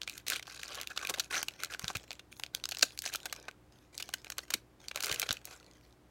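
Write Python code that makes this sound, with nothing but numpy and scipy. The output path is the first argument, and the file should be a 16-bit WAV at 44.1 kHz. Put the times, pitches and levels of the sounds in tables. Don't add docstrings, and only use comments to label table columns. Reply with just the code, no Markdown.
import sys
import numpy as np
from scipy import signal
from scipy.fft import rfft, irfft
from scipy.io import wavfile
from scipy.ndimage import uniform_filter1d

SR = 44100
rng = np.random.default_rng(int(sys.argv[2]) if len(sys.argv) > 2 else 0)


def wav_record(signal):
    frames = np.transpose(np.atleast_2d(signal))
    bounded = np.clip(frames, -1, 1)
    quanta = np.round(bounded * 32767).astype(np.int16)
    wavfile.write(sys.argv[1], SR, quanta)


N = 269010

# (frequency [Hz], gain [dB])
POUCH_COLOUR = [(150, -2.5), (350, -3), (760, 1), (970, -7.5), (1550, 4), (1900, -4.5), (2400, 1.5),
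                (3400, -2), (4200, 0), (4900, -4), (6400, -2), (7800, -7.5), (10200, -12.5), (12000, -12.5),
                (15800, -18)]
# (start [s], length [s], level [dB], brightness [dB per octave], ring pitch [Hz])
PULLS = [(0.063, 0.14, -55.5, 2.5, 2560), (0.271, 0.095, -38, 2, 3500), (0.45, 0.24, -49.5, 0.5, 4600),
         (0.683, 0.16, -47.5, -1, 3050), (0.893, 0.035, -48, 0.5, 1380), (0.952, 0.14, -46, 0.5, 1190),
         (1.084, 0.016, -39.5, 0, 900), (1.151, 0.1, -51, 1.5, 700), (1.3, 0.044, -39, 0.5, 2100),
         (1.339, 0.068, -35.3, -1.2, 5900), (1.588, 0.079, -50.5, -0.5, 2176),
         (1.696, 0.048, -45, 0.5, 1734), (1.808, 0.064, -48.5, 2.5, 1086), (1.875, .04, -48, 1, 1080),
         (2.821, 0.023, -41, 6, 3810), (3.033, 0.059, -42.5, 3, 1890), (3.117, 0.029, -45.5, 2, 700),
         (3.353, 0.025, -53, -3, 2880), (4.513, 0.031, -45, 0, 2410), (4.938, 0.092, -50.5, 0, 785),
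         (5.032, 0.13, -41, 0, 380), (5.176, 0.18, -52, -0.5, 442), (5.464, 0.097, -55, 2, 743)]
# (start [s], length [s], level [dB], brightness [dB per octave])
SLIDES = [(1.459, 0.16, -61, -2), (1.973, 0.2, -62, -2.5), (2.313, 0.015, -55, 1.5),
          (2.355, 0.081, -62.5, 8), (2.531, 0.082, -59.5, -3), (2.687, 0.28, -59, -1),
          (3.168, 0.21, -58, -3), (3.38, 0.14, -61.5, -7), (3.713, 0.16, -72, -1.5),
          (3.924, 0.11, -57.5, -1), (4.029, 0.52, -63.5, -1.5), (4.793, 0.099, -63, -2.5),
          (5.344, 0.41, -65, -4.5), (5.735, 0.2, -72, 0)]
ATTACK_S, SWELL_DB, RELEASE_S = 0.0075, 3.5, 0.017
HZ = np.fft.rfftfreq(1024, 1 / SR)


def amp(db):
    return np.exp(np.asarray(db) * (np.log(10) / 20))


def unit_level(x):
    return x / np.sqrt(np.mean(x ** 2) + 1e-20)


def gain_at(table, hz):
    freqs, db = np.transpose(table)
    return amp(np.interp(np.log(hz + 1), np.log(freqs + 1), db))


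def shaped(noise, table):
    return irfft(rfft(noise) * gain_at(table, np.fft.rfftfreq(N, 1 / SR)), N)


def add(mix, start_s, sound):
    part = mix[max(round(start_s * SR), 0):][:len(sound)]
    part += sound[:len(part)]


def wander(samples):
    step = samples // 6
    points = rng.standard_normal(N // step + 2)
    points = uniform_filter1d(uniform_filter1d(points, size=6), size=6)
    return np.interp(np.arange(N), np.arange(len(points)) * step, unit_level(points))


def ring(colour):
    log_gain = np.log(np.maximum(colour / colour.max(), 1e-5))
    mirrored = np.concatenate([log_gain, log_gain[-2:0:-1]])
    return np.fft.ifft(np.exp(np.conj(signal.hilbert(mirrored)))).real


def brightness(tilt_db):
    return amp(tilt_db * np.log2(np.maximum(HZ, 700) / 3000))


def foil_colour(hz, tilt_db, ring_db, q=5.2):
    ratio = (HZ + 1) / hz
    peak = np.sqrt(1 + amp(ring_db) ** 2 / (1 + (q * (ratio - 1 / ratio)) ** 2))
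    bass_cut = 1 / np.sqrt(1 + (0.11 / ratio) ** 4)
    return peak * bass_cut * brightness(tilt_db)


def stroke(start, length):
    t = np.arange(0, length + 6 * RELEASE_S, 1 / SR)
    attack = np.minimum(t / ATTACK_S, 1)
    swell = amp(SWELL_DB * (np.sin(np.pi * np.minimum(t / length, 1)) - 1))
    release = np.exp(-np.maximum(t - length, 0) / RELEASE_S)
    gain = np.zeros(N)
    add(gain, start, attack * swell * release)
    return gain


def played(noise, colour, gain):
    out, active = np.zeros(N), gain > 0
    coloured = signal.oaconvolve(noise[active], ring(colour))[:active.sum()]
    out[active] = gain[active] * unit_level(coloured)
    return out


def air_and_hum(air_db=-65, mains_hz=60.5):
    # (frequency [Hz], gain [dB])
    air_colour = [(22, -13.5), (50, 4.5), (150, 2), (350, -2), (900, -8), (3000, -19), (15000, -30)]
    # (multiple of the mains frequency, level [dB])
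    hum_tones = [(1, -69.5), (2, -72), (5, -73), (6, -76)]
    air = unit_level(shaped(rng.standard_normal(N), air_colour))
    cycles = mains_hz * np.arange(N) / SR
    hum = sum(amp(db) * np.sqrt(2) * np.sin(2 * np.pi * (k * cycles + rng.random()))
              for k, db in hum_tones)
    return amp(air_db) * air + hum


def room(sound, near_db=-21, near_s=0.0008, tail_db=-21.5, reverb_s=0.16):
    t = np.arange(SR // 2) / SR
    near, tail = rng.standard_normal((2, len(t)))
    near = near * np.exp(-t / near_s) * (t > .002)
    tail = tail * amp(-60 * t / reverb_s) * (t > .007)
    echoes = amp(near_db) * near / np.linalg.norm(near) + amp(tail_db) * tail / np.linalg.norm(tail)
    return sound + signal.oaconvolve(sound, echoes)[:N]


def fingers(width=1.84, decay_s=0.009, skin_hz=(254.4, 484), rustle_db=-20):
    # (time [s], level [dB], pitch [Hz])
    bumps = [(1.101, -54, 374), (1.175, -57, 465.7), (1.837, -52.5, 86), (1.956, -52.5, 96),
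             (2.83, -52, 271.8), (4.541, -55, 226), (5.108, -55, 72), (5.3, -52.5, 93)]
    out, t = np.zeros(N), np.arange(SR // 8) / SR
    for start, db, hz in bumps:
        push = rng.standard_normal(len(t)) * np.exp(-t / decay_s)
        flesh = signal.butter(2, [hz / width, hz * width], "band", fs=SR, output="sos")
        add(out, start, amp(db) * unit_level(signal.sosfilt(flesh, push)))
    skin = signal.butter(2, skin_hz, "band", fs=SR, output="sos")
    rustle = unit_level(signal.sosfilt(skin, rng.standard_normal(N)))
    return out + rustle * sum(amp(rustle_db + db) * stroke(start, length)
                              for start, length, db, *_ in PULLS)


def film_drag(drift_octaves=.1, uneven_db=7):
    out = np.zeros(N)
    for hz in np.geomspace(1500, 11000, 9):
        cycles = np.cumsum(hz * 2 ** (drift_octaves * wander(samples=3000))) / SR
        band = wander(samples=round(7 * SR / hz)) * np.cos(2 * np.pi * cycles)
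        out += band * np.sqrt(hz) * amp(uneven_db * np.tanh(wander(samples=1600)))
    return unit_level(out)


def slides(drag, uneven_db=4.0, noise_share=0.55):
    # (frequency [Hz], gain [dB])
    hiss_colour = [(100, -12.5), (500, 6.5), (1500, -1), (2500, -4.5), (4000, -3), (6500, -3.5),
                   (10000, -11), (15000, -7.5)]
    hiss = shaped(drag + noise_share * rng.standard_normal(N), hiss_colour)
    hiss *= amp(uneven_db * wander(samples=300))
    return sum(played(hiss, brightness(tilt_db), amp(db) * stroke(start, length))
               for start, length, db, tilt_db in SLIDES)


def buckle(time, db, hz, tilt_db, give_ms, grit_db=5.0, lead_in_db=-24, lead_in_s=.0018,
           flutter_db=-29, flutter_s=0.024):
    early_s = 4 * lead_in_s
    t = np.arange(2 * len(HZ) - 2) / SR - early_s
    slips, sizes = rng.standard_normal((2, len(t)))
    progress = np.maximum(t, 0) * 1000 / max(give_ms, .2)
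    rush = np.sqrt(2 * np.e * progress) * np.exp(-progress) * unit_level(amp(grit_db * sizes))
    lead_in = amp(lead_in_db) * np.exp(-abs(t) / lead_in_s)
    flutter = amp(flutter_db) * np.exp(-abs(t) / flutter_s)
    spectrum = rfft(slips * (rush + np.where(t < 0, lead_in, flutter)))
    unevenness = np.sqrt(uniform_filter1d(abs(spectrum) ** 2, size=41))
    main_ring = foil_colour(hz, tilt_db, ring_db=14 - 2.5 * give_ms)
    overtone = foil_colour(hz * rng.uniform(1.35, 1.9), 0, ring_db=4)
    colour = main_ring * overtone * gain_at(POUCH_COLOUR, HZ) / unevenness
    return time - early_s, amp(db) * unit_level(irfft(spectrum * rfft(ring(colour))))


def crinkles(gap_s=.028, pull_db=-5.0, slide_db=-2.5, spread_db=4, middle_hz=3200):
    out = np.zeros(N)
    kinds = [(strokes, offset_db, rng.random((len(strokes), 16, 3)))
             for strokes, offset_db in ((PULLS, pull_db), (SLIDES, slide_db))]
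    for strokes, offset_db, dice in kinds:
        for (start, length, db, *_), rolls in zip(strokes, dice):
            for k, (when, size, pitch) in enumerate(rolls):
                delay = ATTACK_S + (k + when) * gap_s
                if delay < length:
                    level_db = db + offset_db + spread_db * (2 * size - 1)
                    hz = middle_hz * 2 ** (2 * pitch - 1)
                    add(out, *buckle(start + delay, level_db, hz, tilt_db=2, give_ms=0.45))
    return out


def pulls(drag, drag_share=0.41, size_db=3, busy_db=6, catch_db=3.0):
    # (frequency [Hz], gain [dB])
    rasp_colour = [(200, -4.5), (420, 10), (1000, 2.5), (1500, -0.5), (3000, -6), (7000, -5), (10000, -4),
                   (15000, -2.5)]
    efforts = [amp(db) * stroke(start, length) for start, length, db, *_ in PULLS]
    clicks_per_s = 900 + 1100 * (sum(efforts) / amp(-42)) ** .7
    sizes = unit_level(amp(size_db * np.minimum(rng.exponential(1, N), 3)))
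    signs = rng.choice([-1, 1], N)
    clicks = sizes * signs * (rng.random(N) < clicks_per_s / SR) / np.sqrt(clicks_per_s)
    pitches = np.geomspace(1100, 11000, 12)
    which_crease, creases = rng.integers(0, len(pitches), N), np.zeros(N)
    for k, hz in enumerate(pitches):
        tick = hz ** .3 * unit_level(ring(foil_colour(hz, rng.uniform(-1, 2), ring_db=21, q=10)))
        busy = amp(busy_db * np.tanh(wander(samples=900)))
        creases += signal.oaconvolve(clicks * (which_crease == k) * busy, tick)[:N]
    catching = amp(catch_db * wander(samples=200))
    rasp = unit_level(catching * (unit_level(creases) + drag_share * drag))
    rasp = signal.oaconvolve(rasp, ring(gain_at(POUCH_COLOUR, HZ) * gain_at(rasp_colour, HZ)))[:N]
    return sum(played(rasp, foil_colour(hz, tilt_db, ring_db=7.0), effort)
               for (*_, tilt_db, hz), effort in zip(PULLS, efforts))


def snaps():
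    # (time [s], level [dB], ring pitch [Hz], brightness [dB per octave], time to give way [ms])
    patches = [(0.0171, -42, 3230, 1, 0.16), (0.033, -47, 4550, -1, 0.16), (0.076, -41, 2440, -0.5, 1.3),
               (0.097, -44, 2660, 6.5, 0.38), (0.1783, -47, 2100, 7, 1.1), (0.266, -45.5, 2230, 1.5, 3),
               (0.282, -38, 2070, 7.5, 0.71), (0.301, -34, 2120, 8, 0.33), (0.396, -47.5, 2000, 0.5, 0.63),
               (0.4263, -49, 3170, 0.5, 2.1), (0.633, -43.5, 1980, 2.5, 0.37),
               (0.7533, -48, 3500, 7.5, 0.44), (0.8136, -42.5, 2850, 6, 0.44),
               (0.873, -42.5, 2840, 3.5, 0.38), (0.975, -36, 3600, -2, 1.6), (1.05, -41.5, 2350, 0, 1),
               (1.0718, -40.5, 2450, 4.5, 0.53), (1.0949, -35, 1100, 3, 4.8), (1.1392, -38.5, 2040, 0, 3.4),
               (1.1966, -33, 3970, 3.5, 1.34), (1.2008, -36.5, 4160, -0.5, 2.5),
               (1.4291, -37, 960, 3, 1.05), (1.484, -37.5, 2720, 2, 0.93), (1.635, -37.5, 1378, 4, 0.54),
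               (1.647, -42, 4200, 6.5, 0.55), (1.7378, -45.5, 3050, 0, .6), (1.7475, -43.5, 1560, -1, 0.17),
               (1.7945, -43.5, 1003, 4, 0.63), (1.8435, -42, 5260, -5, 0.25), (1.881, -37, 3900, 0.5, 0.3),
               (1.9, -42.5, 1070, -4.5, 2.8), (1.9509, -38, 1760, -1, 5.6), (1.9695, -43, 2070, 5.5, 0.17),
               (2.1069, -44.5, 4160, -3.5, 0.52), (2.116, -48, 2560, 1, 0.29),
               (2.13, -52.5, 2460, 5.5, 0.56), (2.1942, -51.5, 2800, -0.5, 1.9),
               (2.397, -47.5, 970, 2, 1.1), (2.4363, -39, 2780, 0.5, 0.31), (2.4633, -52.5, 3220, 0, 0.62),
               (2.5488, -35.5, 3180, 6, 0.55), (2.639, -40, 3900, 1.5, 1), (2.655, -39, 4750, 0, 0.78),
               (2.6896, -42.5, 902, 5.5, 1.3), (2.7122, -43.5, 4420, 5.5, 0.68),
               (2.719, -39.5, 2880, 0.5, 2.5), (2.748, -46.5, 2700, 4, 0.6), (2.77, -44.5, 4970, -2, 1),
               (2.7862, -47.5, 5000, 11, .4), (2.7938, -45, 4840, 1, 0.45), (2.8107, -46.5, 4630, 1, 1.2),
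               (2.8241, -32.5, 5000, 3, 1.1), (2.827, -22.5, 4480, -0.5, 2.35),
               (2.9759, -50, 2183, 5.5, 0.52), (2.99, -39.5, 4640, 5.5, 0.55), (3.021, -44, 1957, 8.5, 0.2),
               (3.0613, -39, 5650, -4, 1.2), (3.1382, -41.5, 3230, 8.5, 0.38),
               (3.1476, -39.5, 1430, -1, 3.1), (3.1574, -38, 3240, 8, 0.51), (3.2558, -39.5, 820, 2, 3.2),
               (3.326, -39.5, 1128, 2.5, 1.8), (3.4828, -43, 1504, -3, 2.1), (3.979, -43, 4600, 5.5, 0.28),
               (3.9993, -43, 2240, 1, 4.6), (4.0249, -42, 3040, 4, 1.05), (4.09, -48.5, 800, 1, 1.2),
               (4.138, -35.5, 1500, 3, 1.44), (4.2459, -52, 1720, 2.5, 0.65), (4.268, -53.5, 2220, -3.5, 1),
               (4.3016, -42.5, 1060, 4, 0.76), (4.32, -46, 6700, -2.5, 1.9), (4.382, -39, 1180, 4, 1.3),
               (4.3894, -43, 3810, -4, 0.79), (4.5035, -39, 1020, 3, 2.6), (4.5381, -30, 2090, 3.5, 1.85),
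               (4.884, -43, 4600, 2.5, 0.27), (4.912, -44.5, 2270, -2.5, 1.8),
               (4.9594, -38, 610, 2.5, 0.66), (4.9739, -44, 2300, 1.5, 0.54), (5.005, -41, 2264, 4.5, 1.4),
               (5.0263, -41.5, 5160, 6, .4), (5.0355, -39, 940, 3, 1.2), (5.0448, -38.5, 5020, 5, 0.48),
               (5.0588, -41, 960, 6.5, 0.78), (5.0681, -42, 1180, 3.5, 0.3), (5.08, -47, 3300, 8, 1.5),
               (5.0961, -41, 3760, -3.5, 1.2), (5.1135, -36.5, 3280, 2, 2), (5.124, -38.5, 1990, 3, 2.2),
               (5.143, -41.5, 1976, 5, 2.1), (5.197, -32.5, 1400, 8.5, 1.25),
               (5.2173, -36.5, 2180, 3.5, 1.3), (5.2275, -36, 2400, -2, 3.7),
               (5.2898, -36.5, 3450, -1.5, 1.6), (5.3077, -33, 4000, -2.5, .8),
               (5.3142, -39, 3570, -1, 0.74), (5.3271, -38.5, 976, 7, 1.3), (5.369, -49.5, 2390, -1, 1),
               (5.4541, -45, 672, 8.5, 0.39)]
    out = np.zeros(N)
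    for patch in patches:
        add(out, *buckle(*patch))
    return out


def scene():
    background, drag = air_and_hum(), film_drag()
    pack = snaps() + pulls(drag) + slides(drag) + fingers() + crinkles()
    return (background + room(pack))[None]


def record(dry, cutoff_hz=16050):
    low_pass = signal.firwin(401, cutoff_hz, window=("kaiser", 8), fs=SR)
    return signal.oaconvolve(dry, low_pass[None], "same")


dry = scene()
out = record(dry)
wav_record(out)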